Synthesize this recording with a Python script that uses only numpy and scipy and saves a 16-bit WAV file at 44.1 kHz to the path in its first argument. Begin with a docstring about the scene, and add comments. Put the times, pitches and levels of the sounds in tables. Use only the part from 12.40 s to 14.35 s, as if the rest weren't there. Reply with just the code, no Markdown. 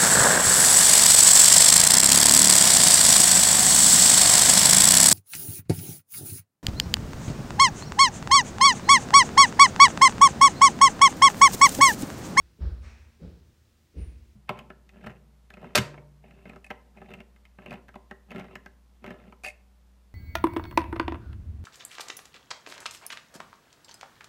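"""A quiet room, with three slow, heavy footfalls on the storey above.
Each sets the floor and the room booming in beating low modes, with a short woody thud and a soft scuff.
After the heavier steps a loose board rings on and a thin, high friction squeak lingers.
The house hums faintly underneath."""
import sys
import numpy as np
from scipy import signal
from scipy.fft import rfft, irfft, next_fast_len
from scipy.io import wavfile
from scipy.ndimage import map_coordinates

SR = 44100
rng = np.random.default_rng(int(sys.argv[2]) if len(sys.argv) > 2 else 0)


def wrap_up_sound(samples):
    """Save the sound to the file named by the first command line argument, as 16-bit audio."""
    columns = np.atleast_2d(samples).T
    # keep every value between -1 and 1, then stretch to whole-number steps
    tamed = np.clip(columns, -1, 1)
    steps = np.round(tamed * 32767).astype(np.int16)
    wavfile.write(sys.argv[1], SR, steps)


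N = 85995

# footfalls and light shifts of weight
# (time [s], boom level [dB], heel hardness [dB/octave], thud level [dB], thud pitch [ratio])
STEPS = [(-.075, -24.5, 4, -60, .8), (.205, -3, -2, -47, 0.93), (0.8161, -22.5, 10, -49, 0.99),
         (1.5601, -9.5, -0.2, -48.5, 0.89)]


def boom():
    """Every footfall rings the same low modes; a hard heel favours the upper ones."""
    # modes of the ceiling and room (frequency [Hz], level [dB], T60 [s])
    modes = [(40, -43.5, 1.1), (45.3, -31.5, 0.72), (51.2, -28, 0.33), (60.83, -20.5, 0.79),
             (69.2, -29.5, 0.15), (75.44, -32, 1.49), (81.23, -26, 0.68), (94.4, -35, 0.53),
             (106.9, -41, 1.4), (143, -45.42, 0.86), (169.7, -34.5, 0.51), (186, -47.5, 0.3),
             (196.3, -42, 0.44)]
    pivot_hz = 56.5  # hardness tilts the modes about this frequency
    out = np.zeros(N)
    for start, boom_db, hardness, _, _ in STEPS:
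        for k, (hz, db, t60) in enumerate(modes):
            tilt_db = hardness * np.log2(hz / pivot_hz)
            gain = (-1) ** k * amp(boom_db + db + tilt_db)  # neighbours in opposite polarity
            tone = np.sin(2 * np.pi * hz * since(start))
            out += gain * tone * envelope(start, attack=0.0056, t60=t60)
    return out


def thud():
    """The boards answer the sole's light touch and, just after it, the full weight."""
    # dense upper modes of the boards (frequency [Hz], relative level [dB])
    boards = [(50, -42), (110, -7.5), (175, 1.5), (220, -1), (290, -2), (370, -1), (510, -4.5),
              (660, -14.5), (900, -23), (1500, -57), (4000, -74)]
    out = np.zeros(N)
    for start, _, _, db, pitch in STEPS:
        touch = amp(-6) * envelope(start - 0.021, attack=0.0099, t60=1)
        weight = envelope(start, attack=0.0099, hold=0.015, t60=0.5)
        out += amp(db) * np.hypot(touch, weight) * noise(boards, pitch)
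    return out


def scuffs():
    """Short brushes in four bands of rustle, smeared by the room's reverberation."""
    # scuffs (time [s], rise [s], pitch [ratio], low [dB], mid [dB], high [dB], top [dB])
    brushes = [(-.19, 0.03, 1.01, -64.5, -71, -67.5, -77), (0.193, 0.03, 0.99, -57.5, -69.5, -65, -88),
               (0.415, 0.029, 0.998, -59.5, -59.5, -67, -67.5), (.797, 0.032, 0.94, -67.5, -76, -70.5, -82),
               (1.547, 0.037, 1.063, -67, -66, -72, -89)]
    # colour of each rustle band (frequency [Hz], relative level [dB])
    low = [(200, -7.5), (500, 0), (800, -3.5), (1100, -3), (1650, -1.5), (2100, -16.5), (3500, -61),
           (8000, -71)]
    mid = [(500, -43), (1200, -25), (1900, 1), (2500, 2), (2700, -0.5), (2900, -10), (4500, -19),
           (9000, -73)]
    high = [(1800, -10.5), (3000, 0), (4200, 2), (5600, -1.5), (6500, -20), (9000, -38), (12000, -72)]
    top = [(4500, -17), (5600, 10), (7500, 0), (9000, -4), (10000, -13), (12000, -46), (16000, -70)]
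    # T60 of each band's tail (low [s], mid [s], high [s], top [s])
    decays = (1, 0.99, 1, 0.93)
    out = np.zeros(N)
    for start, rise, pitch, *levels_db in brushes:
        for db, band, t60 in zip(levels_db, (low, mid, high, top), decays):
            out += amp(db) * envelope(start, attack=rise, hold=0.031, t60=t60) * noise(band, pitch)
    return out


def loose_board():
    """A loose board rings on between the steps: one soft, slowly fading note."""
    # rings of the board (time [s], level [dB])
    rings = [(.4, -60), (1.7, -64)]
    note_hz = 228
    out = np.zeros(N)
    for start, db in rings:
        tone = np.sin(2 * np.pi * note_hz * since(start))
        out += amp(db) * envelope(start, attack=0.016, t60=2.3) * tone
    return out


def squeaks():
    """An unsteady, very high friction tone that lingers in the room."""
    # squeaks (time [s], length [s], start pitch [Hz], end pitch [Hz], relative level [dB])
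    glides = [(0.265, 0.07, 9400, 9340, -83), (.385, 0.021, 9330, 9600, -79.5),
              (1.568, 0.058, 9140, 9230, -68), (1.628, 0.034, 9600, 9500, -71)]
    jitter_hz = 186
    out = np.zeros(N)
    for start, length, start_hz, end_hz, db in glides:
        progress = np.minimum(since(start) / length, 1)
        hz = start_hz + (end_hz - start_hz) * progress + jitter_hz * wobble(rate=600)
        swell = np.sqrt(np.abs(np.sin(np.pi * progress)))
        tone = swell * np.sin(2 * np.pi * np.cumsum(hz) / SR)
        room = rng.standard_normal(N) * envelope(0, attack=0.0014, t60=0.4)
        out += 2 * amp(db) * signal.fftconvolve(tone, room / np.linalg.norm(room))[:N]
    return out


def house():
    """Room tone: a wavering hum in a faint bed of air."""
    # partials of the hum (frequency [Hz], rms level [dB])
    partials = [(80.7, -68.5), (113, -75), (231.5, -81.5), (344.5, -80)]
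    # colour of the air (frequency [Hz], relative level [dB])
    air = [(20, -19), (40, -5), (75, -2.5), (200, -12), (340, -17), (720, -25), (1400, -25.5),
           (5500, -28.5), (8000, -32), (11000, -37), (15500, -35)]
    hum = np.zeros(N)
    for hz, db in partials:
        level = amp(db + wobble(rate=5.37))  # wavers by about 1 dB
        hum += level * np.sin(2 * np.pi * (hz * since(0) + rng.random()))
    return np.sqrt(2) * hum + amp(-66) * noise(air)


def amp(db):
    """Decibels to gain."""
    return 10 ** (np.asarray(db) / 20)


def since(start):
    """Seconds after start, zero before it."""
    return np.maximum(np.arange(N) / SR - start, 0)


def envelope(start, attack, t60, hold=0):
    """Straight rise, hold, exponential release; all times in seconds."""
    return np.minimum(since(start) / attack, 1) * amp(-60 * since(start + attack + hold) / t60)


def filtered(x, response):
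    """Equalise x with a gain curve over frequency in Hz."""
    size = next_fast_len(N + SR // 2)
    return irfft(rfft(x, size) * response(np.fft.rfftfreq(size, 1 / SR)), size)[:N]


def noise(spectrum, pitch=1):
    """Noise of rms 1 coloured by (frequency [Hz], level [dB]) points, transposed by a pitch ratio."""
    points_hz, db = np.transpose(spectrum)
    white = rng.standard_normal(N)
    coloured = filtered(white, lambda hz: amp(np.interp(np.log(hz + 1), np.log(points_hz * pitch), db)))
    return coloured / np.sqrt(np.mean(coloured ** 2) + 1e-20)


def wobble(rate):
    """A smooth random curve, rate knots a second."""
    return map_coordinates(rng.standard_normal(N // 8), [np.arange(N) * rate / SR], mode="wrap")


def scene():
    """The mono mix, as heard below the ceiling."""
    return (boom() + thud() + scuffs() + loose_board() + squeaks() + house())[None]


def record(dry):
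    """The microphone loses the deepest bass and keeps nothing above its band limit."""
    low_hz, top_hz = 22, 15900
    low_cut = signal.butter(2, low_hz, "highpass", fs=SR, output="sos")
    return filtered(signal.sosfilt(low_cut, dry[0]), lambda hz: hz < top_hz)[None]


dry = scene()
out = record(dry)
wrap_up_sound(out)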